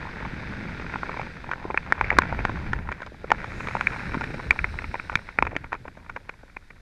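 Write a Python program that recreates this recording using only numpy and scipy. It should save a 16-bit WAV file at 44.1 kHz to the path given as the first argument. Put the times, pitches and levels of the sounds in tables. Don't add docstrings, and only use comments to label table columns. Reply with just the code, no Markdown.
import sys
import numpy as np
from scipy import signal
from scipy.fft import rfft, irfft
from scipy.io import wavfile
from scipy.ndimage import map_coordinates

SR = 44100
rng = np.random.default_rng(int(sys.argv[2]) if len(sys.argv) > 2 else 0)


def unload_wav(signal):
    wavfile.write(
        sys.argv[1],
        SR,
        np.round(np.clip(np.atleast_2d(signal).T, -1, 1) * 32767).astype(np.int16),
    )


N = 300304

# [t/s, scrape level/dB, spray level/dB]
EDGE_LEVELS = [(0.0, -42.7, -55.5), (0.49, -42, -54.5), (1.18, -41, -53), (1.36, -46, -57.5),
               (1.62, -48, -60), (1.85, -47, -58.5), (2.05, -39.5, -60), (2.24, -39, -57.5),
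               (2.56, -43.5, -54.5), (2.69, -42, -58), (2.8, -50, -65), (2.93, -48.5, -64),
               (3.15, -56, -63.5), (3.28, -49.5, -62), (3.41, -44.5, -57.5), (3.66, -40.5, -55),
               (3.93, -40, -52.5), (4.2, -41.5, -52.5), (4.5, -45.5, -54), (5.01, -49, -54.5),
               (5.24, -52.5, -58), (5.37, -54, -62), (5.52, -49.5, -68), (5.68, -58, -67),
               (6.1, -60.5, -67.5), (6.81, -64, -70)]
# [t/s, rush level/dB]
WIND_LEVELS = [(0.0, -42.5), (0.66, -40), (1.6, -47.5), (1.93, -46.5), (2.27, -40), (2.58, -39),
               (3.02, -51.5), (3.17, -53.5), (3.35, -43.5), (4.23, -39.5), (4.8, -47.5), (4.95, -49),
               (5.2, -56.5), (5.36, -54), (5.44, -45), (5.58, -47.5), (5.69, -56), (5.88, -54),
               (6.16, -57.5), (6.39, -63.5), (6.81, -62.5)]
# [start t/s, end t/s, level/dB]
GUST_SPANS = [(1.99, 2.218, -34), (2.306, 2.53, -35), (2.57, 2.92, -33.3), (4.47, 4.53, -34),
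              (4.59, 4.92, -35.5), (5.118, 5.2, -40.5), (5.388, 5.507, -41), (5.6, 5.68, -41)]
# [t/s, level/dB, most excited resonance f/Hz, low body/dB,
# ring near 2.3 kHz/dB, crack/dB]; the last three are relative to a plain knock, which omits them
KNOCK_EVENTS = [(0.0286, -35.5, 915), (0.054, -35, 900), (0.2535, -32, 895, 7, -3, 4), (0.7989, -36, 700),
                (0.8655, -35, 1580), (0.9402, -28.0, 1400, 2, 6, -3.0), (0.9583, -26.5, 1000, -6, -5, -5),
                (1.0327, -25.0, 696, -6, -11, -10.0), (1.0941, -28, 1000, -1, -4, -12), (1.143, -34, 950),
                (1.173, -31, 1400, 12, 9, 6.0), (1.1962, -26.5, 900, 14, 9, 3.0),
                (1.2152, -31.0, 900, -9, 4.0, 1.0), (1.443, -35.5, 800), (1.4918, -32.5, 800),
                (1.5147, -24.0, 500, -17.5, -3.0, -0.5), (1.5269, -35, 900),
                (1.535, -26.5, 1500, -3, 1.0, 5.5), (1.6433, -36, 1000),
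                (1.653, -28.5, 1500, 29, -5.0, -1.0), (1.7029, -26, 900, 13, -5, -4), (1.7088, -30, 900),
                (1.7448, -24.5, 800, 5.0, -2.5, -9), (1.7755, -16.5, 1100, -14.5, 14.5, 0),
                (1.8635, -40, 1030), (1.875, -37, 500), (1.9237, -12.5, 1770, -3, 0, 0),
                (1.9797, -36, 1100), (2.0119, -16.0, 900, -7.5, -1.5, -2), (2.0444, -27, 1700, 3, 11, 5.0),
                (2.1041, -16.0, 1800, -6, 19.5, 7.5), (2.1156, -25.0, 800, 3.0, 3.0, -7.0),
                (2.1276, -27, 900, 4, 6, -5.0), (2.1356, -32, 500), (2.1687, -32, 1460),
                (2.1871, -6, 1100, -2, -6, 7), (2.2205, -22.5, 1810, -5, 1, 6.5), (2.235, -31, 2200),
                (2.3262, -24.5, 990, 8.0, -5, 2), (2.391, -27, 1900, 6.5, 2.0, -3.0),
                (2.4519, -18.0, 890, 1.0, 2.5, 7), (2.4952, -26.0, 1900, 6, -6, -5), (2.5585, -35, 2200),
                (2.5723, -37, 900), (2.7328, -20.5, 1820, -10, -10, 0.5), (2.7895, -35.5, 900),
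                (2.8745, -40, 1420), (2.8902, -28.5, 2280), (2.918, -29, 1600, 2.0, 3, 8.0),
                (2.9246, -31.0, 2300, -10, -2, 7), (3.0046, -37.5, 1700), (3.0206, -32.5, 800, -8, -7.0, 4),
                (3.031, -35.5, 2020, -19.0, -3.0, 4), (3.0649, -39.0, 900, 2.0, -1, 14),
                (3.0722, -40.5, 900, -4, 2.0, 7), (3.1205, -42, 500, 28.0, -1.0, -0.0), (3.1449, -46, 900),
                (3.2446, -30, 1700, 18, -7, -3.0), (3.3051, -24, 1800, 2, 2, 7),
                (3.318, -11, 910, -5, 0, 5), (3.4442, -29, 2300, -3, -14, -0.0), (3.6061, -31, 1300),
                (3.6731, -28.5, 2210, -4, -6, 4.0), (3.6861, -28.0, 2300, 4, 2.0, 10), (3.711, -34, 1420),
                (3.7523, -21, 900, 6, 4, -2), (3.7683, -28.0, 700), (3.8105, -20.5, 800, -13.5, -3.0, 2),
                (3.871, -15, 1710, -22, 14.0, 4), (3.9624, -36, 900), (4.12, -33.5, 2300),
                (4.1441, -26, 900, -3.0, 3.5, 5), (4.1505, -31, 900), (4.2107, -28, 900, 2, 2.0, 10),
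                (4.2176, -29.5, 1460), (4.2417, -29.5, 1800, 4.5, 7.5, 12), (4.3058, -36, 500),
                (4.344, -32.5, 600, 6, 3.0, 14), (4.3995, -32.5, 900, -6.0, -10, -11.0),
                (4.5085, -10.5, 2300, -9.5, 8.5, 9.5), (4.5191, -34, 900), (4.5611, -36, 900),
                (4.5906, -22.5, 1500, -16, 12, 7), (4.6437, -19.5, 1000, -12, 12.0, 0), (4.7414, -39, 990),
                (4.7892, -27.5, 1500, -7, 9, 5.0), (4.8214, -36.5, 2300), (4.843, -30.5, 2300),
                (4.943, -25, 815), (4.955, -29.5, 700, 1, 6.0, -2.0), (4.998, -28.5, 1400, 6.5, 7.5, 2.0),
                (5.0975, -26, 1200, -9.5, -5.0, -4), (5.1202, -37, 500),
                (5.1285, -34.5, 700, 8, 11.0, 10.0), (5.1396, -37.0, 1400),
                (5.1556, -16.0, 1510, -8, 12, 20), (5.173, -37, 2300), (5.1916, -38.5, 1800),
                (5.2897, -34, 2320), (5.3879, -14.5, 2300, -2.5, -1.0, -5.0),
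                (5.4252, -14.5, 1090, 1.5, 10.5, 7), (5.4526, -32.5, 2300, 10.0, -1.0, 9.0),
                (5.4686, -27, 1500, 0, 4, 4), (5.4728, -29.5, 800, 4, 7.5, 3), (5.519, -40, 820),
                (5.5305, -35.5, 500, 16.0, -8.0, -2.0), (5.554, -34.5, 1400, 18, 11, 9),
                (5.5654, -23, 2300, -3, -1, 9.0), (5.6437, -35, 1000), (5.7219, -30.5, 1300, -1.0, -1, -6),
                (5.7297, -23.5, 800, -9, -2, -1), (5.7415, -33.0, 1100, 3, 1.0, 11), (5.7515, -34.5, 1400),
                (5.854, -36.5, 900, 9, -4.0, -6.0), (5.8813, -35, 800), (5.9737, -41, 1500, 13, -6.0, 7),
                (6.0642, -47, 800), (6.0981, -31.5, 1400, 0, 3, 4), (6.1642, -30, 2200), (6.1713, -36, 800),
                (6.2943, -30.5, 1400, 4, 11.5, 10.5), (6.3401, -49, 1400),
                (6.4348, -44, 2300, 14, -14, -7.0), (6.4993, -51, 2300), (6.5682, -32, 1390, 0, 8, 4),
                (6.7066, -42.0, 2300)]
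# [t/s, envelope peak level/dB, f/Hz]
THUMP_EVENTS = [(0.335, -21.5, 183), (2.188, -14, 193), (2.451, -20, 194), (4.15, -21, 248),
                (4.171, -16.5, 222), (5.156, -17.5, 130), (5.426, -19, 246), (5.563, -20.5, 292)]
# [start t/s, end t/s, crunch level/dB]
RUT_SPANS = [(1.56, 1.72, -46), (1.87, 2.0, -46), (2.13, 2.29, -48), (2.3, 2.33, -36), (2.33, 2.88, -50),
             (5.98, 6.08, -57)]
# [t/s, power share past the camera's front (0 = all away from it)]
SPRAY_DIRECTION = [(0, 0.033), (3.2, 0.03), (3.65, 0.75), (4.1, 0.86), (5.2, 0.77), (5.6, 0.16),
                   (6.81, 0.3)]
# [f/Hz, width at half lift/Hz, lift at full share/dB]
CASE_RESONANCES = [(545, 190, 2), (900, 280, 8.3), (1045, 140, 3), (1425, 300, 8.7), (1830, 170, 3.5),
                   (2323, 370, 8), (3010, 200, 3.5), (3710, 350, 5), (6350, 310, 5.5)]

# [f/Hz, level/dB per Hz]
SCRAPE_SPECTRUM = [(200, -18.5), (700, -7), (1150, -8.8), (1600, 1.3), (2100, -2.4), (2600, -7),
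                   (2950, -17.5), (3800, -22), (5000, -24.5), (9000, -52.5), (15000, -72)]
FLEX_SPECTRUM = [(120, -9), (300, 0), (500, 3.5), (900, -7.5), (1300, -25), (2500, -27), (5000, -57.5)]
SPRAY_AWAY_SPECTRUM = [(1800, -14.5), (3100, -1), (3700, 5.5), (4200, -0.5), (4900, -0.5), (5600, -8.5),
                       (6100, -6.5), (7000, -17), (8200, -16.5), (10000, -28.5), (12000, -32.5),
                       (15000, -48)]
SPRAY_FRONT_SPECTRUM = [(1800, -8.5), (2700, 4), (3200, -13), (3900, 7), (4600, -3), (5400, 0), (6400, -13),
                        (7600, -16), (8700, -10), (10000, -20.5), (11300, -24), (12700, -26), (15000, -35)]
BUFFET_SPECTRUM = [(8, -25.5), (25, -11.5), (48, -5), (64, 2.5), (82, -5), (120, -9.5), (200, -21),
                   (500, -43.5), (2000, -72)]
DEEP_SPECTRUM = [(8, -11.5), (25, -2.5), (40, -6), (70, -19.5), (200, -48.5), (1000, -80)]
RUSH_SPECTRUM = [(40, -12.5), (110, 1.5), (200, -1), (300, -7), (500, -15.5), (1200, -44), (4000, -86.5)]
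HISS_SPECTRUM = [(1000, 0.5), (5000, 2), (8000, -3.5), (12000, -7), (13000, -14.5), (15000, -30)]
KNOCK_SPECTRUM = [(40.0, -18.0), (200.0, -0.5), (400.0, 0), (700.0, -3.5), (1200.0, -2.1), (2000.0, -2.6),
                  (2550.0, -7.0), (2820.0, -17.5), (3700.0, -25.2), (4400.0, -29.5), (5400.0, -30),
                  (6100.0, -37.2), (6700.0, -35), (8500.0, -50), (11500.0, -55.5), (15000.0, -74)]
CRUNCH_SPECTRUM = [(150, -22), (500, -4), (1000, 0), (1250, -13), (12000, -100)]
SKID_SPECTRUM = [(4500, -29), (6000, 0), (6700, 3.5), (7800, -7), (9200, -8), (10500, -18), (15000, -23)]

SHAKE_RISE_S, SHAKE_DECAY_S, SHAKE_DB, SHAKE_GROWS = 0.0035, 0.052, -39.3, 0.67
JUDDER_DB, CRUMBS_DB, RUMBLE_DB = -9, -5.5, -3.5
BUFFET_DB, BUFFET_GROWS = -18, 0.59
DEEP_DB, DEEP_GROWS = -19.7, 0.61
SPAN_EDGE_S = 0.035
LEAD_S, TOUCH_S = .008, (0.00031, .001)
STRUCK_DB, STRUCK_WIDTH_HZ, TICK_HZ = 7, 580, (700, 2360)
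STRENGTH_SCATTER, PITCH_SCATTER = .14, .012
SKID_S, SKID_DB, SKID_RISE_DB_PER_S, SKID_FALL_DB_PER_S = 3.61, -62, 70, 19
OVERLOAD, DUCK_PER_S, RECOVER_S = .8, 450, .05
TOP_HZ = 15100


def amp(db):
    return 10 ** (np.asarray(db) / 20)


def unit(x):
    return x / np.sqrt(np.mean(x ** 2) + 1e-20)


def along(points, hz):
    f, v = np.transpose(points)
    return np.interp(np.log(hz + 1), np.log(f), v)


def curves(rows):
    s, *columns = np.transpose(rows)
    t = np.arange(N) / SR
    return [np.interp(t, s, column) for column in columns]


def wobble(rate):
    knots = rng.standard_normal(int(N * rate / SR) + 4)
    return map_coordinates(knots, [np.arange(N) * rate / SR])


def add(track, s, sound):
    part = track[round(s * SR):][:len(sound)]
    part += sound[:len(part)]


def causal(gain_db):
    cepstrum = irfft(np.log(amp(gain_db)))
    half = len(cepstrum) // 2
    cepstrum[1:half] *= 2
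    cepstrum[half + 1:] = 0
    return irfft(np.exp(rfft(cepstrum)))


def case_peaks(hz):
    return np.array([lift_db / (1 + (2 * (hz - centre) / width) ** 2)
                     for centre, width, lift_db in CASE_RESONANCES])


def coloured(x, spectrum, ring=0, size=8192):
    hz = np.fft.rfftfreq(size, 1 / SR)
    response = causal(along(spectrum, hz) + ring * case_peaks(hz).sum(0))
    return unit(signal.fftconvolve(x, response)[:N])


def grains(rate, spread_db):
    present = rng.random(N) < rate / SR
    sizes = rng.standard_normal(N) * amp(spread_db * rng.standard_normal(N))
    return unit(present * sizes)


def stretches(rows):
    t, power = np.arange(N) / SR, 0
    for start, end, db in rows:
        gate = np.clip(np.minimum(t - start, end - t) / SPAN_EDGE_S + .5, 0, 1)
        power = power + (amp(db) * gate) ** 2
    return power


def shaking():
    t, power = np.arange(0, N, 64) / SR, 0
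    for s, db, *_ in KNOCK_EVENTS:
        fade = np.where(t < s, (s - t) / SHAKE_RISE_S, (t - s) / SHAKE_DECAY_S)
        bump = amp(SHAKE_DB + SHAKE_GROWS * db) * np.exp(-np.abs(fade))
        power = power + bump ** 2
    return np.interp(np.arange(N) / SR, t, np.sqrt(power))


def judder():
    scrape_db = curves(EDGE_LEVELS)[0]
    return np.hypot(amp(scrape_db + JUDDER_DB), shaking())


def spray():
    side = np.clip(curves(SPRAY_DIRECTION)[0], 0, 1)
    away = coloured(rng.standard_normal(N), SPRAY_AWAY_SPECTRUM)
    front = coloured(rng.standard_normal(N), SPRAY_FRONT_SPECTRUM)
    return np.sqrt(1 - side) * away + np.sqrt(side) * front


def skis():
    scrape_db, spray_db = curves(EDGE_LEVELS)
    grip = unit(wobble(14) + wobble(70))
    crust = coloured(grains(rate=2600, spread_db=0.0), SCRAPE_SPECTRUM, ring=0.39)
    crust *= amp(scrape_db - 0.7 + 0.52 * grip)
    crumbs = coloured(grains(rate=150, spread_db=2.0), SCRAPE_SPECTRUM, ring=.6)
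    crumbs *= amp(scrape_db + CRUMBS_DB + grip)
    flex = coloured(grains(rate=1200, spread_db=6.0), FLEX_SPECTRUM, ring=0.17)
    flex *= judder() * amp(1.5 * grip)
    rumble = coloured(rng.standard_normal(N), RUSH_SPECTRUM) * shaking() * amp(RUMBLE_DB)
    thrown_snow = amp(spray_db - 1.5 + .4 * grip) * spray()
    return crust + crumbs + flex + rumble + thrown_snow


def buffeting(rush_db):
    steady_power = amp(BUFFET_DB + BUFFET_GROWS * rush_db) ** 2
    return 10 * np.log10(steady_power + stretches(GUST_SPANS))


def wind():
    rush_db, = curves(WIND_LEVELS)
    buffet_db, eddies = buffeting(rush_db), wobble(16)
    deep = coloured(rng.standard_normal(N), DEEP_SPECTRUM) * amp(DEEP_DB + DEEP_GROWS * buffet_db)
    buffet = coloured(rng.standard_normal(N), BUFFET_SPECTRUM) * amp(buffet_db - 0.7 + 2.3 * eddies)
    rush = coloured(rng.standard_normal(N), RUSH_SPECTRUM)
    rush *= amp(rush_db + 1.67 + 1.1 * eddies + 1.7 * wobble(45))
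    return deep + buffet + rush


def microphone_hiss():
    return amp(-70.5) * coloured(rng.standard_normal(N), HISS_SPECTRUM)


def knock(db, hz_struck, body_db=0, ring_db=0, crack_db=0, size=1024):
    hz, t = np.fft.rfftfreq(size, 1 / SR), np.arange(size) / SR - LEAD_S
    strengths = 0.9 + STRENGTH_SCATTER * rng.standard_normal(len(CASE_RESONANCES))
    pitch = 1 + PITCH_SCATTER * rng.standard_normal()
    colour = along(KNOCK_SPECTRUM, hz) + strengths @ case_peaks(hz * pitch)
    colour += STRUCK_DB / (1 + (2 * (hz - hz_struck) / STRUCK_WIDTH_HZ) ** 2)
    colour += body_db * along([(600, 1), (1400, 0)], hz)
    colour += ring_db * along([(1500, 0), (2200, 1), (2600, 1), (3100, 0)], hz)
    colour += crack_db * along([(2600, 0), (3300, 1)], hz)
    scuff = np.interp(db, [-34, -18], [.15, .035])
    lead_in = np.interp(db, [-32, -20], [.013, .005])
    fade_db = 60 * np.where(t < 0, -t / lead_in, t / 0.019)
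    contact = scuff * rng.standard_normal(size) * amp(-fade_db)
    blow = round(LEAD_S * SR)
    contact[blow] += 1
    touch = blow - int(rng.uniform(*TOUCH_S) * SR)
    contact[touch] += 0.34 * rng.choice([-1, 1])
    rebounds = blow + (rng.uniform(0.00047, 0.002964, 2) * SR).astype(int)
    contact[rebounds] += 0.38 * rng.uniform(-0.97, 1, 2)
    sound = signal.fftconvolve(causal(colour), contact)[:size]
    return amp(db) * sound * np.sqrt(LEAD_S * SR) / np.linalg.norm(sound)


def ticks(count=250):
    track = np.zeros(N)
    drive_db = (20 * np.log10(judder()) + curves(EDGE_LEVELS)[0]) / 2
    for at in rng.integers(0, N, count):
        force, body, ring = rng.uniform(-1.18, 1, 3)
        level_db = drive_db[at] + 5.5 + 5 * force
        add(track, at / SR, knock(level_db, rng.uniform(*TICK_HZ), 6 * body, 6 * ring))
    return track


def chatter():
    track = np.zeros(N)
    for s, *blow in KNOCK_EVENTS:
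        add(track, s - LEAD_S, knock(*blow))
    return track


def thumps():
    track, t = np.zeros(N), np.arange(SR // 20) / SR
    swing = t / 0.0014
    for s, db, hz in THUMP_EVENTS:
        add(track, s, amp(db) * swing * np.exp(1 - swing) * np.sin(2 * np.pi * hz * t))
    return track


def crunch():
    crust = coloured(grains(rate=700, spread_db=2), CRUNCH_SPECTRUM, ring=.5)
    return crust * np.sqrt(stretches(RUT_SPANS))


def skid():
    t = np.arange(N) / SR - SKID_S
    fade_db = np.maximum(-t * SKID_RISE_DB_PER_S, t * SKID_FALL_DB_PER_S)
    flutter_db = .8 * wobble(25)
    return coloured(rng.standard_normal(N), SKID_SPECTRUM) * amp(SKID_DB - fade_db + flutter_db)


def scene():
    snow = skis() + crunch() + skid()
    impacts = ticks() + chatter() + thumps()
    return (snow + impacts + wind() + microphone_hiss())[None]


def record(dry):
    excess = np.maximum(np.abs(dry) - OVERLOAD, 0)
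    late_excess = np.roll(excess, round(.003 * SR), axis=-1)
    load = signal.lfilter([1 / SR], [1, -np.exp(-1 / (SR * RECOVER_S))], late_excess)
    ducked = dry / (1 + DUCK_PER_S * load)
    clipped = ducked / (1 + ducked ** 8) ** (1 / 8)
    low_pass = signal.butter(12, TOP_HZ, fs=SR, output="sos")
    return signal.sosfiltfilt(low_pass, clipped)


dry = scene()
out = record(dry)
unload_wav(out)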